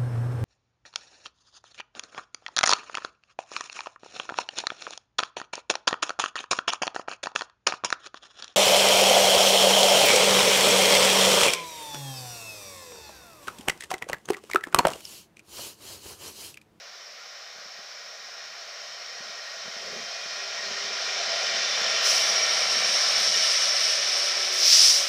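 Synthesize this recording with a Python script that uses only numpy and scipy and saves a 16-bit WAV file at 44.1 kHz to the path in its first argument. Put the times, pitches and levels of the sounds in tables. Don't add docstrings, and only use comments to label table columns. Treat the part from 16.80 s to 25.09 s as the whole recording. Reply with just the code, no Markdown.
import sys
import numpy as np
from scipy import signal
from scipy.io import wavfile
from scipy.ndimage import uniform_filter1d

SR = 44100
rng = np.random.default_rng(int(sys.argv[2]) if len(sys.argv) > 2 else 0)


def to_wav(sig):
    pcm = np.clip(np.atleast_2d(sig), -1, 1) * 32767
    pcm = np.round(pcm).astype(np.int16)
    wavfile.write(sys.argv[1], SR, pcm.T)


def elevation(decibels):
    levels = np.asarray(decibels, float)
    return 10 ** (levels / 20)


N = 365456
T = np.arange(N) / SR
FRAME, HOP = 1024, 256
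HZ, TIMES = np.fft.rfftfreq(FRAME, 1 / SR), np.arange(N // HOP + 5) * HOP / SR


def evened(x):
    return x / np.sqrt(np.mean(abs(x) ** 2) + 1e-20)


def read(points, hz):
    f, value = np.transpose(points)
    return np.interp(np.log(hz + 1), np.log(f + 1), value)


def summed(levels_db):
    return 10 * np.log10((elevation(np.asarray(levels_db)) ** 2).sum(0) + 1e-12)


def bump(middle_s, rise_s, fall_s):
    return -6 * ((TIMES - middle_s) / np.where(TIMES < middle_s, rise_s, fall_s)) ** 2


def drift(rate_hz, count):
    f = np.geomspace(rate_hz / 10, rate_hz, 20)
    phase = rng.random((count, 20, 1))
    waves = np.sin(2 * np.pi * (f[:, None] * TIMES + phase)) / np.sqrt(f)[:, None]
    return evened(waves.sum(1))


def noise(colour, rows, bands, patchy_db, flicker_db, flicker_hz):
    shape_db = read(colour, HZ)
    s, *levels = np.transpose(rows)
    lifts = []
    for db, (lo, hi) in zip(levels, bands):
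        band_power = sum(elevation(shape_db[(HZ > lo) & (HZ < hi)]) ** 2)
        lifts.append(np.interp(TIMES, s, db) - 10 * np.log10(band_power))
    centres = [np.sqrt(lo * hi) for lo, hi in bands]
    shares = [read(list(zip(centres, one)), HZ) for one in np.eye(len(bands))]
    a, b, patches = rng.standard_normal((len(TIMES), len(HZ), 3)).T
    patches = uniform_filter1d(patches, size=9, axis=0)
    patches = evened(uniform_filter1d(patches, size=14, axis=1))
    field_db = shape_db[:, None] + np.transpose(shares) @ lifts
    field_db = field_db + patchy_db * patches + flicker_db * drift(flicker_hz, count=1)
    spectra = (a + 1j * b) * elevation(field_db)
    return np.sqrt(2 / 3) * signal.istft(spectra, nperseg=FRAME, noverlap=FRAME - HOP)[1][:N]


def singing(hz, width_hz):
    step = 32
    r = np.exp(-np.pi * width_hz * step / SR)
    draws = [1, 1j] @ rng.standard_normal((2, N // step + 2))
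    slow = signal.lfilter([1], np.convolve([1, -r], [1, -r]), draws)
    slow = np.interp(np.arange(N) / step, np.arange(len(slow)), slow)
    return evened((slow * np.exp(2j * np.pi * np.cumsum(hz) / SR)).real)


def doppler(abreast_s):
    speed_m_s, distance_m, sound_m_s = 10.5, 8.0, 343
    ahead_m = speed_m_s * (abreast_s - T)
    return 1 / (1 - speed_m_s / sound_m_s * ahead_m / np.hypot(ahead_m, distance_m))


# abreast t/s, then level/dB of rumble, body, upper roar, top
PARTS = [
    (4.5, -46, -40, -36, -32.5),
    (5.25, -35.5, -34, -30, -27),
    (6.0, -37.5, -35.5, -35, -34.5),
    (6.5, -44, -38.5, -30, -24),
    (7.5, -39.5, -40.5, -36, -29),
    (8.4, -41, -40.5, -29.5, -34),
]
FALL_DB = [21.1, 18.4, 24.6, 21.93]
LULL_DB = [-1, -5, -4, 0]


def passing():
    speed_m_s, nearest_m = 10.5, 5.46
    abreast_s, *levels = np.transpose(PARTS)
    reach_m = np.hypot(speed_m_s * (TIMES - abreast_s[:, None]), nearest_m)
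    far = np.log10(reach_m / nearest_m)
    lull = elevation(bump(6.51, 0.03, 0.03))
    return [summed(db[:, None] - fall_db * far) + lull_db * lull
            for db, fall_db, lull_db in zip(levels, FALL_DB, LULL_DB)]


# low f/Hz, high f/Hz
ROAR_BANDS = [(350, 850), (1000, 2000), (2500, 4000), (4500, 6500)]
# f/Hz, level/dB
ROAR_SPECTRUM = [(30, -74), (100, -44), (200, -23), (400, -6.5), (640, -1), (1000, -4),
                 (1500, -3.5), (1900, -4.5), (2400, -4.5), (2650, -10.5), (3050, -7), (3300, -11), (3600, -8),
               (4600, -9), (5450, -2), (6100, -11.5), (7100, -21.5), (8200, -32), (15500, -75)]


def roar():
    rows = np.transpose([TIMES, *passing()])
    return noise(ROAR_SPECTRUM, rows, ROAR_BANDS,
                 patchy_db=0.77, flicker_db=-0.12, flicker_hz=8.3)


# f/Hz at rest, width f/Hz, level/dB over body
# roar, abreast t/s, loudest t/s, spread t/s
RINGS = [(575, 62, -14.5, 5.8, 2.2, 4.8), (587, 6.9, -1, 4.4, 9.92, 1.95), (657, 60, -9.5, 5.4, 4.96, 4.2),
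         (1170, 18, -14, 5.1, 11, 2.6), (1361, 49, -10, 5.6, 6.2, 6.6), (1816, 66, -8.5, 5.6, 3.2, 3.9),
         (1866, 70, -11, 5.6, 7.1, 3.5), (2357, 34, -8.5, 4.7, 8.5, 5.3),
         (2660, 14, -11.5, 8.1, 5.33, 0.89), (2978, 39, -7, 8.5, 5.37, 0.83),
         (4130, 36, -11, 4.9, 3.8, 2.9), (3534, 150, -6.5, 4.9, 4.77, 0.63), (4370, 25, -15, 5.4, 5, 1.7),
         (5080, 18, -28, 7.6, 4.9, 0.24), (5400, 23, -1, 6.4, 6.1, 0.19), (200.5, 58, -31.5, 5.5, 2.7, 5.3),
         (386, 7, -13, 5.5, 4.05, .55), (386, 9, -12, 5.5, 7.85, .45), (3056, 14, -12, 5.8, 3.3, 1.1),
        (3052, 16, -11, 5.8, 7.0, 1.2), (2378, 8, -8, 5.4, 3.4, .2), (3645, 35, -15, 5.5, 2.5, 2.5)]


def rings():
    _, body_db, *_ = passing()
    parts = RINGS
    waver_db = 1.5 * drift(8.0, count=len(parts))
    out = np.zeros(N)
    for (hz, width_hz, db, abreast_s, loudest_s, spread_s), waver in zip(parts, waver_db):
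        level_db = db + bump(loudest_s, spread_s, spread_s) + waver
        out += np.interp(T, TIMES, elevation(level_db)) * singing(hz * doppler(abreast_s), width_hz)
    return elevation(np.interp(T, TIMES, body_db)) * out


# t/s, level/dB
WHINE_LEVEL = [(2.2, -66), (4.0, -52), (4.9, -37), (5.2, -40), (5.5, -29.5), (5.85, -29.5), (6.1, -32),
               (6.6, -34), (6.9, -30), (7.2, -38), (7.6, -33.5), (8.0, -50)]


def whine():
    blade_hz, abreast_s = 5560, 5.91
    throb_hz, throb_peak_s, throb_db = 15, 5.57, 5.5
    pulse_db = throb_db * np.cos(2 * np.pi * throb_hz * (T - throb_peak_s))
    wobble = 1 + 0.0007 * np.interp(T, TIMES, drift(20, count=1)[0])
    waver_db = 1.4 * np.interp(T, TIMES, drift(6.0, count=1)[0])
    level_db = np.interp(T, *np.transpose(WHINE_LEVEL)) + waver_db
    phase = 2 * np.pi * np.cumsum(blade_hz * doppler(abreast_s) * wobble) / SR
    return elevation(level_db + pulse_db) * np.sin(phase)


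# low f/Hz, high f/Hz
AIR_BANDS = [(3500, 6500), (7500, 11500), (12500, 15000)]
# f/Hz, level/dB
AIR_COLOUR = [(100, -95), (1000, -26.5), (1800, -18.5), (3200, -10), (4300, -3), (5000, 3), (5500, 6.5),
              (6000, -0.5), (6900, -13.5), (9000, -20.5), (11000, -26), (13500, -35), (14200, -31),
              (15300, -25)]
# opens t/s, to top t/s, fall t/s, rush level/dB, fizz level/dB
BLASTS = [
    (5.212, 0.056, 0.14, -21, -47),
    (5.35, .15, .12, -29, -60),
    (7.712, 0.019, .08, -28, -51),
    (7.775, .19, 0.15, -8.5, -37.5),
]


def valves():
    opens_s, to_top_s, fall_s, rush_db, fizz_db = np.transpose(BLASTS)[:, :, None]
    rise_s = 0.57 * to_top_s
    shut_db = -60 * (TIMES < opens_s)
    swell_db = bump(opens_s + to_top_s, rise_s, fall_s) + shut_db
    late_db = bump(opens_s + 1.2 * to_top_s, rise_s, fall_s) + shut_db
    hiss_db = -0.5 + fizz_db + 0.48 * (rush_db - fizz_db)
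    levels_db = [summed(rush_db - 14 + 1.6 * swell_db),
                 summed(rush_db + 0.99 * swell_db),
                 summed(hiss_db + late_db),
                 summed(fizz_db + 0.75 * swell_db)]
    return noise(AIR_COLOUR, np.transpose([TIMES, *levels_db]), [(2000, 3160), *AIR_BANDS],
                 patchy_db=0.8, flicker_db=0.4, flicker_hz=40)


# f/Hz, level/dB
FAN_COLOUR = [(100, -95), (800, -27), (3000, -11), (4500, -10), (5500, 1.5), (6100, -6), (6600, -36),
              (7600, -23), (8600, -18.5), (9600, -23), (10300, -31), (12000, -35), (13500, -43),
              (15300, -40)]
# t/s, level/dB
FAN_LEVEL = [(0.9, -78), (2.5, -68), (4.0, -63), (5.1, -52.5), (5.6, -45), (6.2, -42), (6.7, -39.5),
             (7.5, -43.5), (8.1, -47)]


def fans():
    hiss_db = np.interp(TIMES, *np.transpose(FAN_LEVEL))
    fizz_db = -27 + 0.73 * hiss_db
    return noise(FAN_COLOUR, np.transpose([TIMES, hiss_db, fizz_db]), AIR_BANDS[1:],
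                 patchy_db=0.24, flicker_db=1.3, flicker_hz=25.25)


# t/s, peak level/dB, f/Hz
TICKS = [(3.1173, -50, 15000), (4.0412, -48, 14200), (4.995, -43, 12000), (5.0155, -32, 13900),
         (5.2674, -33, 14900), (5.3094, -37, 12700), (5.4031, -35, 11400), (5.7824, -48, 11330),
         (6.135, -31, 12200), (6.3425, -37, 14900), (6.3844, -25, 14900), (6.4038, -26, 11900),
         (6.4303, -38, 14100), (6.4647, -35, 13600), (6.5054, -40, 12400), (6.5134, -44, 11200),
         (6.545, -33, 12660), (6.5644, -26, 11600), (6.7094, -45, 12000), (7.9369, -26, 14700)]
FAR_TICKS = [
    (2.3462, -57, 8210),
    (2.455, -58, 8090),
    (2.5523, -53, 8460),
    (2.6889, -55, 8330),
]
# t/s, peak level/dB, f/Hz, length t/s
CLANKS = [
    (6.53, -27, 2929, 0.03),
    (6.537, -27.5, 1841, 0.024),
    (6.549, -29, 3430, .014),
]


def ticks():
    out, t = np.zeros(N), np.arange(200) / SR
    for s, db, hz in TICKS + FAR_TICKS:
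        at = round(s * SR)
        out[at:at + len(t)] += elevation(db + 1.5 - 60 * t / 0.0011) * np.sin(2 * np.pi * hz * t)
    for s, db, hz, length_s in CLANKS:
        arch = np.sin(np.pi * np.clip((T - s) / length_s, 0, 1))
        out += elevation(db) * arch * np.sin(2 * np.pi * hz * T)
    return out


# f/Hz, level/dB
WIND_COLOUR = [(30, -38), (60, -19), (120, -18), (200, -0.5), (400, 2), (600, -0.5), (1000, -37)]
# t/s, level/dB, half length t/s
GUSTS = [(0.8, -74, .05), (0.99, -74, .03), (1.5, -75, 0.042), (2.12, -73, .06), (2.44, -68, 0.055),
         (2.88, -62, .04), (3.12, -50.5, 0.096), (3.52, -64, 0.071), (3.88, -57, 0.081), (4.1, -60, .07),
         (4.5, -54, 0.032), (4.75, -55, .05), (5.005, -56, .08), (5.5, -58, 0.065), (5.78, -62, .06),
         (6.028, -53, 0.13), (6.4, -52.5, 0.09), (6.574, -56, 0.087)]


def gusts():
    breeze_db = -18 + 1.25 * passing()[0]
    level_db = summed([breeze_db] + [db + bump(s, half_s, half_s) for s, db, half_s in GUSTS])
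    return noise(WIND_COLOUR, np.transpose([TIMES, level_db]), [(90, 250)],
                 patchy_db=1.5, flicker_db=1.5, flicker_hz=40)


# t/s, peak level/dB
SLAPS = [(0.75, -59), (0.775, -58), (0.849, -57), (0.98, -55), (2.395, -47), (2.484, -56), (2.848, -49),
         (2.87, -46), (2.954, -50), (3.07, -54), (3.154, -56), (3.449, -50), (3.797, -53), (3.902, -47),
         (4.033, -49), (4.129, -53), (4.469, -45), (5.005, -43), (6.6, -55)]


def slaps():
    slap_s, lag_s, bass_cut_hz = 0.00032, 0.009, 230.0
    pushes, t = np.zeros(N), np.arange(1000) / SR
    u = t / slap_s
    for s, db in SLAPS:
        at = round((s + lag_s) * SR)
        pushes[at:at + len(t)] += elevation(db + 24.5) * u ** 2 * np.exp(-u)
    return signal.lfilter(*signal.butter(3, bass_cut_hz, "high", fs=SR), pushes)


# f/Hz, level/dB
SELF_NOISE = [(5000, -34), (8500, -18), (9510, -5), (10600, -6.5), (14700, -4), (15200, 0)]


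def self_noise():
    level_db = -68.5
    return noise([(100, -70)] + list(SELF_NOISE), [(0, level_db), (9, level_db)], [(9000, 15200)],
                 patchy_db=0, flicker_db=0, flicker_hz=1)


def scene():
    train = roar() + rings() + whine() + valves() + fans() + ticks()
    return (train + gusts() + slaps() + self_noise())[None]


def top_cut(x):
    return signal.sosfilt(signal.butter(12, 16660, fs=SR, output="sos"), x)


# f/Hz, width f/Hz
NOTCHES = [(292, 52), (312, 161), (900, 133)]


def record(dry):
    duck_from_db, duck_share, duck_s, edge_hz = -19, 0.37, 0.11, 15310
    power = uniform_filter1d(dry ** 2, size=round(duck_s * SR))
    power_db = 10 * np.log10(abs(power) + 1e-12)
    x = dry / elevation(duck_share * np.maximum(power_db - duck_from_db, 0))
    x = x - 0.046 * x ** 3
    for hz, width_hz in NOTCHES:
        x = signal.lfilter(*signal.iirnotch(hz, hz / width_hz, SR), x)
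    edge = signal.firwin(1023, edge_hz, window=("kaiser", 9), fs=SR)
    mix = signal.oaconvolve(x, edge[None], "same")
    return top_cut(mix)


dry = scene()
out = record(dry)
to_wav(out)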